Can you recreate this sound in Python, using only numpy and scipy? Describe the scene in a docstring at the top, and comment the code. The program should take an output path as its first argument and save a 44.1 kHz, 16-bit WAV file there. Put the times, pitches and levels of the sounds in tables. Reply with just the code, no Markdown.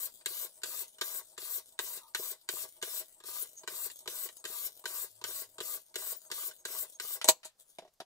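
"""A wet whetstone on a guide rod grinds along a scissors blade clamped in a wooden jig on a desk.
Each push is filtered fracture noise: a coarse rasp and a fine hiss, with the jig and the stone's block resonating.
Landings and lift-offs are short impulses through resonances; the returning rod rubs, whistles and squeaks.
Then the rod is unhooked with a loud click and the wooden holder is laid on a plastic tub, all modal impacts.
The room is small and the microphone close."""
import sys
import numpy as np
from scipy import signal
from scipy.fft import rfft, irfft, next_fast_len
from scipy.io import wavfile
from scipy.ndimage import uniform_filter1d, minimum_filter1d, map_coordinates

SR = 44100
rng = np.random.default_rng(int(sys.argv[2]) if len(sys.argv) > 2 else 0)


def master(y):
    """Save y as 16-bit WAV."""
    cut = np.clip(np.atleast_2d(y).T, -1, 1)
    pcm = np.round(cut * 32767)  # scale
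    wavfile.write(sys.argv[1], SR, pcm.astype(np.int16))


N = 355005
TIME = np.arange(N) / SR
SIZE = next_fast_len(N + SR // 2, True)
FREQ = np.maximum(np.arange(SIZE // 2 + 1) * SR / SIZE, 1)

# Table levels are relative: layers add their own trims, and every spectrum is scaled to unit power.
# Strokes: land_s, lift_s, clack_db (steel), thud_db (desk), knock_db (wood), rock_db (jig rocking back),
# push_db (grinding), lean_db (rise of the fine hiss along the push), return_db (rod sliding back)
STROKES = [(-.125, 0.065, -38, -49, -50, -57, -47.5, 8, -63),
           (.259, 0.453, -33.5, -50, -58, -54, -46.5, -1, -64),
           (0.634, 0.825, -37, -51, -54, -54, -46, -3, -66),
           (1.012, 1.191, -33, -43.5, -43.5, -62, -46, -2, -65),
           (1.378, 1.585, -44.5, -52, -54, -55.5, -47.5, 5.5, -66),
           (1.79, 1.978, -35, -46.5, -38, -62, -47, -10, -67),
           (2.148, 2.322, -33, -52, -40.5, -43.5, -45.5, -7, -70.5),
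           (2.489, 2.643, -36, -48, -51, -45, -45.5, -8, -63.5),
           (2.826, 3.007, -36.5, -43, -49.5, -55, -45.5, 1, -66.5),
           (3.238, 3.431, -55.5, -59, -61, -59, -47, 3, -63.5),
           (3.676, 3.869, -40, -50.5, -47.5, -59, -46.5, 4.5, -61),
           (4.076, 4.261, -39, -45.5, -51, -57, -46.5, 1, -63.5),
           (4.452, 4.671, -41.5, -50.5, -53.5, -55, -46.5, 5, -64),
           (4.856, 5.047, -38, -51, -47.5, -58, -46.5, -1, -66),
           (5.24, 5.424, -37, -49.5, -49, -52, -46.5, -5, -67.5),
           (5.604, 5.765, -41.5, -43.5, -50.5, -61, -46, -1, -68),
           (5.957, 6.131, -36.5, -44.5, -58, -55, -46, 1, -62),
           (6.315, 6.486, -37.5, -50, -48, -64, -46, 0, -66.5),
           (6.652, 6.836, -37.5, -50, -50, -59, -46.5, 7, -66.5),
           (6.999, 7.161, -40, -56.5, -51, -52.5, -46, 2, -69)]
# The stone grazes the blade between strokes: start_s, clack_db (steel), wood_db
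GRAZES = [(.211, -63, -74), (0.618, -59, -70), (.984, -55, -61.5), (2.816, -52, -67), (3.202, -61, -61.5),
          (3.634, -57.5, -52.5), (3.9, -50.5, -65), (4.058, -56, -51), (4.289, -50, -59),
          (4.441, -49.5, -51), (4.84, -56, -52), (5.214, -54.5, -52), (5.583, -49.5, -46.5),
          (5.942, -52.5, -61), (6.301, -55.5, -53), (6.512, -54, -70)]
# The edge shrieks briefly: middle_s, length_s, pitch_hz, level_db
SHRIEKS = [(3.428, 0.011, 10570, -40), (6.168, 0.0069, 15100, -43)]
# The rod squeaks in its guide: middle_s, length_s, level_db
SQUEAKS = [(3.584, 0.022, -45), (3.97, 0.045, -64), (4.385, 0.024, -60), (6.265, 0.024, -63),
           (6.6, 0.029, -62.5), (6.95, 0.019, -60)]
# The rod brushes past as it is carried off: middle_s, length_s, level_db
BRUSHES = [(7.61, 0.036, -64.5), (7.71, 0.07, -64.5), (7.935, 0.01, -73)]
# The stone's block scuffs the jig on the way back: middle_s, length_s, level_db
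SCUFFS = [(2.04, .07, -62)]
# The rod is unhooked from its guide: start_s, thud_db (guide), clack_db (steel), tick_db, rattle_s
UNHOOKINGS = [(7.244, -41, -32.5, -49.5, 0.0014), (7.254, -44, -44, -55, 0.014),
              (7.278, -42, -36, -51, .015), (7.283, -46, -37, -43.5, .004),
              (7.287, -22, -18, -22.5, 0.0008), (7.291, -35, -22.5, -31, .005),
              (7.448, -68, -50, -58, 0.014), (7.453, -55, -49, -57.5, 0.011)]
# The wooden holder knocks on the jig, then settles on the tub: start_s, thud_db, clack_db, rattle_s
KNOCKS = [(7.214, -63.5, -39.5, 0.0079), (7.432, -75, -53.5, 0.032), (7.785, -43, -50, 0.0078),
          (7.821, -54, -66.5, 0.016), (7.849, -58.5, -70, 0.014), (7.877, -68, -70, 0.005),
          (8.002, -46.5, -47.5, 0.0056), (8.014, -50.5, -62, 0.0046)]
# A soft low rumble swells briefly: middle_s, length_s, level_db
RUMBLES = [(5.27, 0.32, -77.5)]

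# Resonances of the wooden jig: pitch_hz, width_hz, level_db
JIG_MODES = [(149, 120, -18), (372, 38, -3), (445, 54.6, -0.5), (507.4, 40, 3), (633.5, 36, 3.5),
             (815, 26, -3.5), (930, 40, 1.5), (1111, 48, 3.5), (1596, 180, -4.5), (1833, 200, -9),
             (2042, 110, -3)]
# Resonances of the desk: pitch_hz, width_hz, level_db
DESK_MODES = [(157.2, 58, -17.5), (357.7, 33.3, 0), (435, 53, 1), (499.6, 28, -1.5), (632, 46, -6.5)]
# Resonances of the stone's wooden block: pitch_hz, width_hz, level_db
BLOCK_MODES = [(804, 120, -7.5), (964, 120, 7.5), (1227, 89, 5)]
# Resonances of the rod guide: pitch_hz, width_hz, level_db
GUIDE_MODES = [(160, 31, -19), (360, 39, -4.5), (498, 31, -2.5), (633, 34, 5.5), (715, 80, -8),
               (800, 39, -3), (939, 48, 0.5), (1140, 190, -13)]
# Resonances of the wooden holder on the tub: pitch_hz, width_hz, level_db
HOLDER_MODES = [(169, 83, -14), (380, 90, -4), (517, 90, -2), (623, 77, 4.5), (730, 100, 3),
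                (932, 90, -5.5), (1110, 90, -9.5)]
# Resonances of the rod's squeak: pitch_hz, width_hz, level_db
SQUEAK_MODES = [(6520, 64, 28), (7920, 90, -10), (9790, 60, -28)]
# Resonances of the sliding rod's whistle: pitch_hz, width_hz, level_db
WHISTLE_MODES = [(6700, 79, -5), (7450, 300, 2), (8430, 550, 11), (10150, 250, -5)]
# Resonance of the low rumble: pitch_hz, width_hz, level_db
RUMBLE_MODES = [(107.8, 3, 0)]

# Spectrum of the coarse rasp: pitch_hz, level_db
RASP_COLOUR = [(900, -26), (1500, -11.5), (2000, -16), (2600, -9), (3300, -6), (3800, -3.5), (4800, -5),
               (6400, -6), (7200, -3.5), (8000, -1), (9100, -4.5), (11300, -6.5), (15500, -15.5)]
# Spectrum of the fine hiss of the edge: pitch_hz, level_db
HISS_COLOUR = [(5000, -37.5), (6800, -17), (7850, -2.5), (8600, -8), (9300, -11.5), (11300, -16.5),
               (11950, -8), (12400, -7.5), (13100, -5.5), (14000, -5), (15500, -6)]
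# Spectrum of stone striking blade: pitch_hz, level_db
BLADE_COLOUR = [(600, -21), (1000, -9.5), (1330, -11.5), (1530, 6.5), (1950, -2), (2300, -4.5), (2900, 1.5),
                (3900, 2.5), (6000, -7), (7600, 3), (9000, -9.5), (12000, -20)]
# Spectrum of the steel rod's clack: pitch_hz, level_db
ROD_COLOUR = [(500, -25.5), (1000, -1), (1400, -10.5), (2200, -10), (4300, 0.5), (5200, -6), (6700, 1),
              (7800, 4.5), (9500, -5.5), (13000, -21)]
# Spectrum of the thin tick on a steel contact: pitch_hz, level_db
TICK_COLOUR = [(5000, -29.5), (8500, -8), (10000, 1.5), (12300, 1), (15500, -3)]
# Spectrum of the rod rubbing in its guide: pitch_hz, level_db
RUB_COLOUR = [(200, -10), (400, -5), (630, 1), (800, -9.5), (1050, -13), (1400, -14.5), (2500, -15.5),
              (3300, -1), (5500, -7), (8000, 4), (10000, 0.5), (12300, -9), (13700, 2), (15500, -5.5)]
# Spectrum of a knock on wood: pitch_hz, level_db
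WOOD_COLOUR = [(300, -27.5), (700, -10), (1100, -10), (1700, -5.5), (2400, -8), (3100, -4), (4700, -8.5),
               (6200, -13.5), (8000, -17), (11000, -18.5), (15000, -37)]
# Spectrum of the faint room noise: pitch_hz, level_db
QUIET_COLOUR = [(25, -2), (60, -11.5), (130, -7), (290, -15.5), (620, -8), (1200, -13), (2400, -19.5),
                (5000, -12.5), (15000, -21)]
# The right port is shaded in the treble: pitch_hz, level_db (left minus right)
SHADE = [(100, 1.5), (900, -0.5), (3000, 2.5), (6500, 2), (8000, 0.5), (9700, 8), (12000, 9), (15000, 16)]

QUIET_DB = -78.5
# Push: attack time, rise of the hiss as the stone gathers speed, and the jig's late release
BITE_S, SPEED_UP_DB, JIG_LAG_S = 0.025, 11.5, 0.013
# Decay rates after lift-off, in dB per second
RASP_FALL_DB_S, HISS_FALL_DB_S, JIG_FALL_DB_S = 478, 1400, 700
# Slow level unevenness, and flicker of the separate bands
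UNEVEN_DB, FLICKER_DB = 1.0, 3.0
# Return: starting, stopping and fastest place, as shares of the gap between strokes
RETURN_RISE, RETURN_STOP, RETURN_FASTEST = 0.16, 0.34, 0.75
WHISTLE_S = 0.037
# A stone corner skims the blade before landing; the jig rocks back after it
SKIM_S, SKIM_DB, ROCK_S = .011, -66, .046
LIMIT, TOP_HZ = .85, 15600  # limiter threshold (full scale 1), low-pass corner


def undb(db):
    """Logarithmic level: decibels to amplitude gain."""
    return 10 ** (np.asarray(db) / 20)


def curve(points):
    """Interpolation: level points are joined on a log-frequency axis."""
    hz, db = np.transpose(points)
    return np.interp(np.log(FREQ), np.log(np.sort(hz)), db)


def unit(response):
    """Power normalisation: white noise passes at unchanged power."""
    return response / np.sqrt(np.mean(np.abs(response) ** 2))


def colour(points):
    """Minimum phase: a folded cepstrum gives a causal response with the given spectrum."""
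    cepstrum = irfft(curve(points) * np.log(10) / 20, SIZE)
    folded = 2 * cepstrum[:SIZE // 2]
    return unit(np.exp(rfft(folded, SIZE)))


def modes(table):
    """Modal superposition: damped resonances add, neighbours in opposite senses."""
    total = 0
    for k, (hz, width, db) in enumerate(table):
        detuning = (FREQ ** 2 - hz ** 2) / (FREQ * width)
        total = total + (-1) ** k * undb(db) / (1 + 1j * detuning)
    return unit(total)


def ring(force, response):
    """Linear convolution: a force drives a response."""
    return irfft(rfft(force, SIZE) * response, SIZE)[..., :N]


def walk(rate):
    """Slow random modulation: about rate new values a second, spread near 1."""
    hold = max(int(SR / rate), 1)
    steps = np.repeat(rng.standard_normal(N // hold + 1), hold)
    return 1.3 * uniform_filter1d(steps, hold)[:N]


def grains(rate, spread_db):
    """Shot noise: dense tiny fractures of uneven size, rate a second on average, rms 1."""
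    size = undb(spread_db * np.minimum(rng.exponential(size=N), 5))
    strength = rng.standard_normal(N) * size
    fractures = strength * (rng.random(N) < rate / SR)
    return fractures / fractures.std()


def blows(times, dbs, rattle_s, first):
    """Impact: a sharp contact holds the energy share first, dying chatter the rest; dB is force rms over 15 ms."""
    force, t = np.zeros(N + SR), TIME[:SR // 8]
    for s, db, decay in zip(times, dbs, np.broadcast_to(rattle_s, len(times))):
        chatter = rng.standard_normal(len(t)) * rng.exponential(size=len(t)) * np.exp(-t / decay)
        push = chatter / np.linalg.norm(chatter) * np.sqrt(1 - first)
        push[0] += np.sqrt(first)
        start = int(s * SR)
        force[start:start + len(t)] += push * undb(db) * np.sqrt(.015 * SR)
    return force[:N]


def swells(table):
    """Gaussian envelope: a smooth rise and fall per row, its length two standard deviations."""
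    return sum(undb(db) * np.exp(-((TIME - s) / (length / 2)) ** 2 / 2) for s, length, db in table)


def envelope(start, end, attack_s, fall_db_s):
    """Attack and exponential decay: a linear rise, a hold, and a fall after the end."""
    return np.clip((TIME - start) / attack_s, 0, 1) * undb(-fall_db_s * np.clip(TIME - end, 0, .5))


def flicker(x, db, rate, width_hz, size=256):
    """Spectral modulation: bands about width_hz apart swell and sink separately, about rate times a second."""
    _, _, bands = signal.stft(x, nperseg=size)
    rows, columns = np.indices(bands.shape)
    where = [rows * SR / size / width_hz, columns * size / 2 / SR * rate]
    chance = rng.standard_normal((128, 1024))
    gain = undb(db * map_coordinates(chance, where, order=1))
    return signal.istft(bands * gain, nperseg=size)[1][:N]


def quiet():
    """Background field: faint noise, mostly alike in both ports, and one passing low rumble."""
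    mid, side = ring(rng.standard_normal((2, N)), colour(QUIET_COLOUR))
    rumble = ring(swells(RUMBLES) * rng.standard_normal(N), modes(RUMBLE_MODES))
    return undb(QUIET_DB) * (mid + .45 * side * np.array([[1], [-1]])) + rumble


def room(x, near_t60=0.07, far_db=-24, far_t60=0.21, apart_hz=1900, scatter_hz=1100, lag_s=.00017, count=4):
    """Propagation: left hears first; the treble scatters by paths that change as holder and hands move."""
    t = TIME[:SR // 3]
    apart = FREQ ** 2 / (FREQ ** 2 + apart_hz ** 2)

    def tail(t60):
        """Reverberant decay: 60 dB in t60 seconds, alike in both ports only in the bass."""
        common, *ports = unit(rfft(rng.standard_normal((3, len(t))) * 1000 ** (-t / t60), SIZE))
        return np.sqrt(1 - apart) * common + np.sqrt(apart) * np.array(ports)

    place = 6.5 * TIME + .3 * walk(7)  # in path sets
    scattered = 0
    for k in range(count):
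        # each set of paths fades into the next at constant power
        distance = np.abs((place - k + count / 2) % count - count / 2)
        share = np.cos(np.pi / 2 * np.minimum(distance, 1))
        scattered = scattered + rfft(x * share, SIZE) * tail(near_t60)
    # the lag between ports is lag_s in the treble and half of it in the bass
    lag = lag_s * np.array([[0], [1]]) * (.5 + .5 * apart)
    direct = np.exp(-2j * np.pi * FREQ * lag)
    near = FREQ ** 2 / (FREQ ** 2 + scatter_hz ** 2)
    steady = rfft(x, SIZE) * (direct + undb(far_db) * tail(far_t60))
    heard = (steady + near * scattered) / np.sqrt(1 + near ** 2)
    shade = undb(curve(SHADE) * np.array([[.5], [-.5]]))
    treble_lift = undb(2.97 * apart)
    return irfft(heard * shade / shade.mean(axis=0) * treble_lift, SIZE)[:, :N]


def knocking():
    """Modal impact: the wooden holder knocks as it is lifted away and laid on the rim of the plastic tub."""
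    s, thud, clack, rattle_s = np.transpose(KNOCKS)
    body = ring(blows(s, thud, rattle_s, 0.61), modes(HOLDER_MODES))
    return body + ring(blows(s, clack, rattle_s, 0.11), colour(WOOD_COLOUR))


def unhooking():
    """Impulse excitation: the steel rod rattles and snaps out; each blow is mostly one firm push on the guide."""
    s, thud, clack, tick, rattle_s = np.transpose(UNHOOKINGS)
    steel = ring(blows(s, clack, rattle_s, 0.19), colour(ROD_COLOUR))
    edge = ring(blows(s, tick, rattle_s, 0.25), colour(TICK_COLOUR))
    return steel + edge + ring(blows(s, thud, rattle_s, .92), modes(GUIDE_MODES))


def sliding(slide_db=3, whistle_db=-1, hum_db=-5):
    """Sliding friction: the rod rubs back through its guide; at full speed it whistles and the guide hums."""
    speed, fastest = swells(BRUSHES), []
    for (_, lift, *_, return_db), (landing, *_) in zip(STROKES, STROKES[1:]):
        along = (TIME - lift) / (landing - lift)
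        starting = np.clip(along / RETURN_RISE, 0, 1)
        stopping = np.clip((1 - along) / RETURN_STOP, 0, 1) ** 2
        speed += undb(return_db + slide_db) * starting * stopping
        fastest.append((lift + RETURN_FASTEST * (landing - lift), WHISTLE_S, return_db))
    rub = ring(speed * grains(6900, 5.3), colour(RUB_COLOUR))
    squeak = ring(swells(SQUEAKS) * rng.standard_normal(N), modes(SQUEAK_MODES))
    whistle_and_hum = undb(whistle_db) * modes(WHISTLE_MODES) + undb(hum_db) * modes(GUIDE_MODES)
    swish = ring(swells(fastest) * rng.standard_normal(N), whistle_and_hum)
    scuff = ring(swells(SCUFFS) * rng.standard_normal(N), modes(BLOCK_MODES))
    return flicker(rub, 4.5, 20, 700) + squeak + swish + scuff


def landings(knock_db=-2, tick_db=-12, rock_db=-1, graze_thud_db=-4, lift_bump_db=-60):
    """Coupled impact: stone chatters on blade; the jig thuds, rocks back, and bumps as the load comes off."""
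    whole = [row for row in STROKES if row[0] > 0]  # landings after the start
    lands, lifts, clack, thud, knock, rock = np.transpose(whole)[:6]
    each = np.ones(len(lands))
    rocks = blows(lands + ROCK_S, rock + rock_db, 0.00395, 0.72)
    bumps = blows(lifts - .008, each * lift_bump_db, 0.0037, 0.69)
    skims = blows(lands - SKIM_S, each * SKIM_DB, 0.024, 0.042)
    graze_s, graze_clack, graze_wood = np.transpose(GRAZES)
    s, clack = np.r_[lands, graze_s], np.r_[clack, graze_clack]
    thud, knock = np.r_[thud, graze_wood + graze_thud_db], np.r_[knock, graze_wood]
    # the desk takes each blow 2 ms after the blade
    low = blows(s + 0.00209, thud, 0.0079, 0.97) + rocks + bumps
    wood = ring(low, modes(DESK_MODES)) + ring(blows(s, knock + knock_db, 0.0077, 0.44), modes(BLOCK_MODES))
    steel = ring(blows(s, clack, 0.0054, 0.06) + skims, colour(BLADE_COLOUR))
    return wood + steel + ring(blows(s, clack + tick_db, 0.001, 0.18), colour(TICK_COLOUR))


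def shrieks(width_hz=200):
    """Stick-slip: the thin edge shrieks for an instant, as a noise burst through one narrow resonance."""
    total = 0
    for s, length, hz, db in SHRIEKS:
        burst = swells([(s, length, db)]) * rng.standard_normal(N)
        total = total + ring(burst, modes([(hz, width_hz, 0)]))
    return total


def grinding(coarse_db=-2.0, fine_db=-2.5, drone_db=-59.0, block_db=-58, judder_db=1.5):
    """Abrasion: grit tears steel in a rasp and a speed-driven hiss; the drag shakes jig and, mid-stroke, block."""
    coarse, fine, drone, block = np.zeros((4, N))
    for start, lift, *_, push_db, lean_db, _ in STROKES:
        along = np.clip((TIME - start) / (lift - start), 0, 1)
        coarse += undb(push_db) * envelope(start, lift, BITE_S, RASP_FALL_DB_S)
        fine_level = undb(push_db + lean_db * (along - .5) + SPEED_UP_DB * along)
        fine += fine_level * envelope(start, lift - .006, BITE_S, HISS_FALL_DB_S)
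        drone += envelope(start, lift + JIG_LAG_S, BITE_S, JIG_FALL_DB_S)
        block += (4 * along * (1 - along)) ** 2
    rasp_force = coarse * grains(7600, 0.87) * undb(coarse_db + UNEVEN_DB * walk(82))
    hiss_force = fine * grains(12000, 2.3) * undb(fine_db + UNEVEN_DB * walk(70))
    rasp, hiss = ring(rasp_force, colour(RASP_COLOUR)), ring(hiss_force, colour(HISS_COLOUR))
    # the contact point wanders along the edge, and the colour with it
    scrape = flicker(rasp, FLICKER_DB, 35, 456) + flicker(hiss, FLICKER_DB / 2, 30, 660)
    drag = grains(2500, 3.6) * undb(judder_db * walk(60))
    jig_drone = ring(drone * drag * undb(drone_db), modes(JIG_MODES))
    return scrape + jig_drone + ring(block * drag * undb(block_db), modes(BLOCK_MODES))


def scene():
    """Superposition: all the work at the desk sounds in the room, over the background."""
    work = grinding() + shrieks() + sliding() + landings() + unhooking() + knocking()
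    return room(work) + quiet()


def record(dry):
    """Peak limiting and band limiting: fast gain reduction holds each port's peaks, then the top is cut."""
    size = SR // 1000  # 1 ms
    gain = minimum_filter1d(LIMIT / np.maximum(np.abs(dry), LIMIT), size)
    limited = dry * uniform_filter1d(gain, size)
    return signal.sosfilt(signal.ellip(10, .2, 70, TOP_HZ, fs=SR, output="sos"), limited)


dry = scene()
out = record(dry)
master(out)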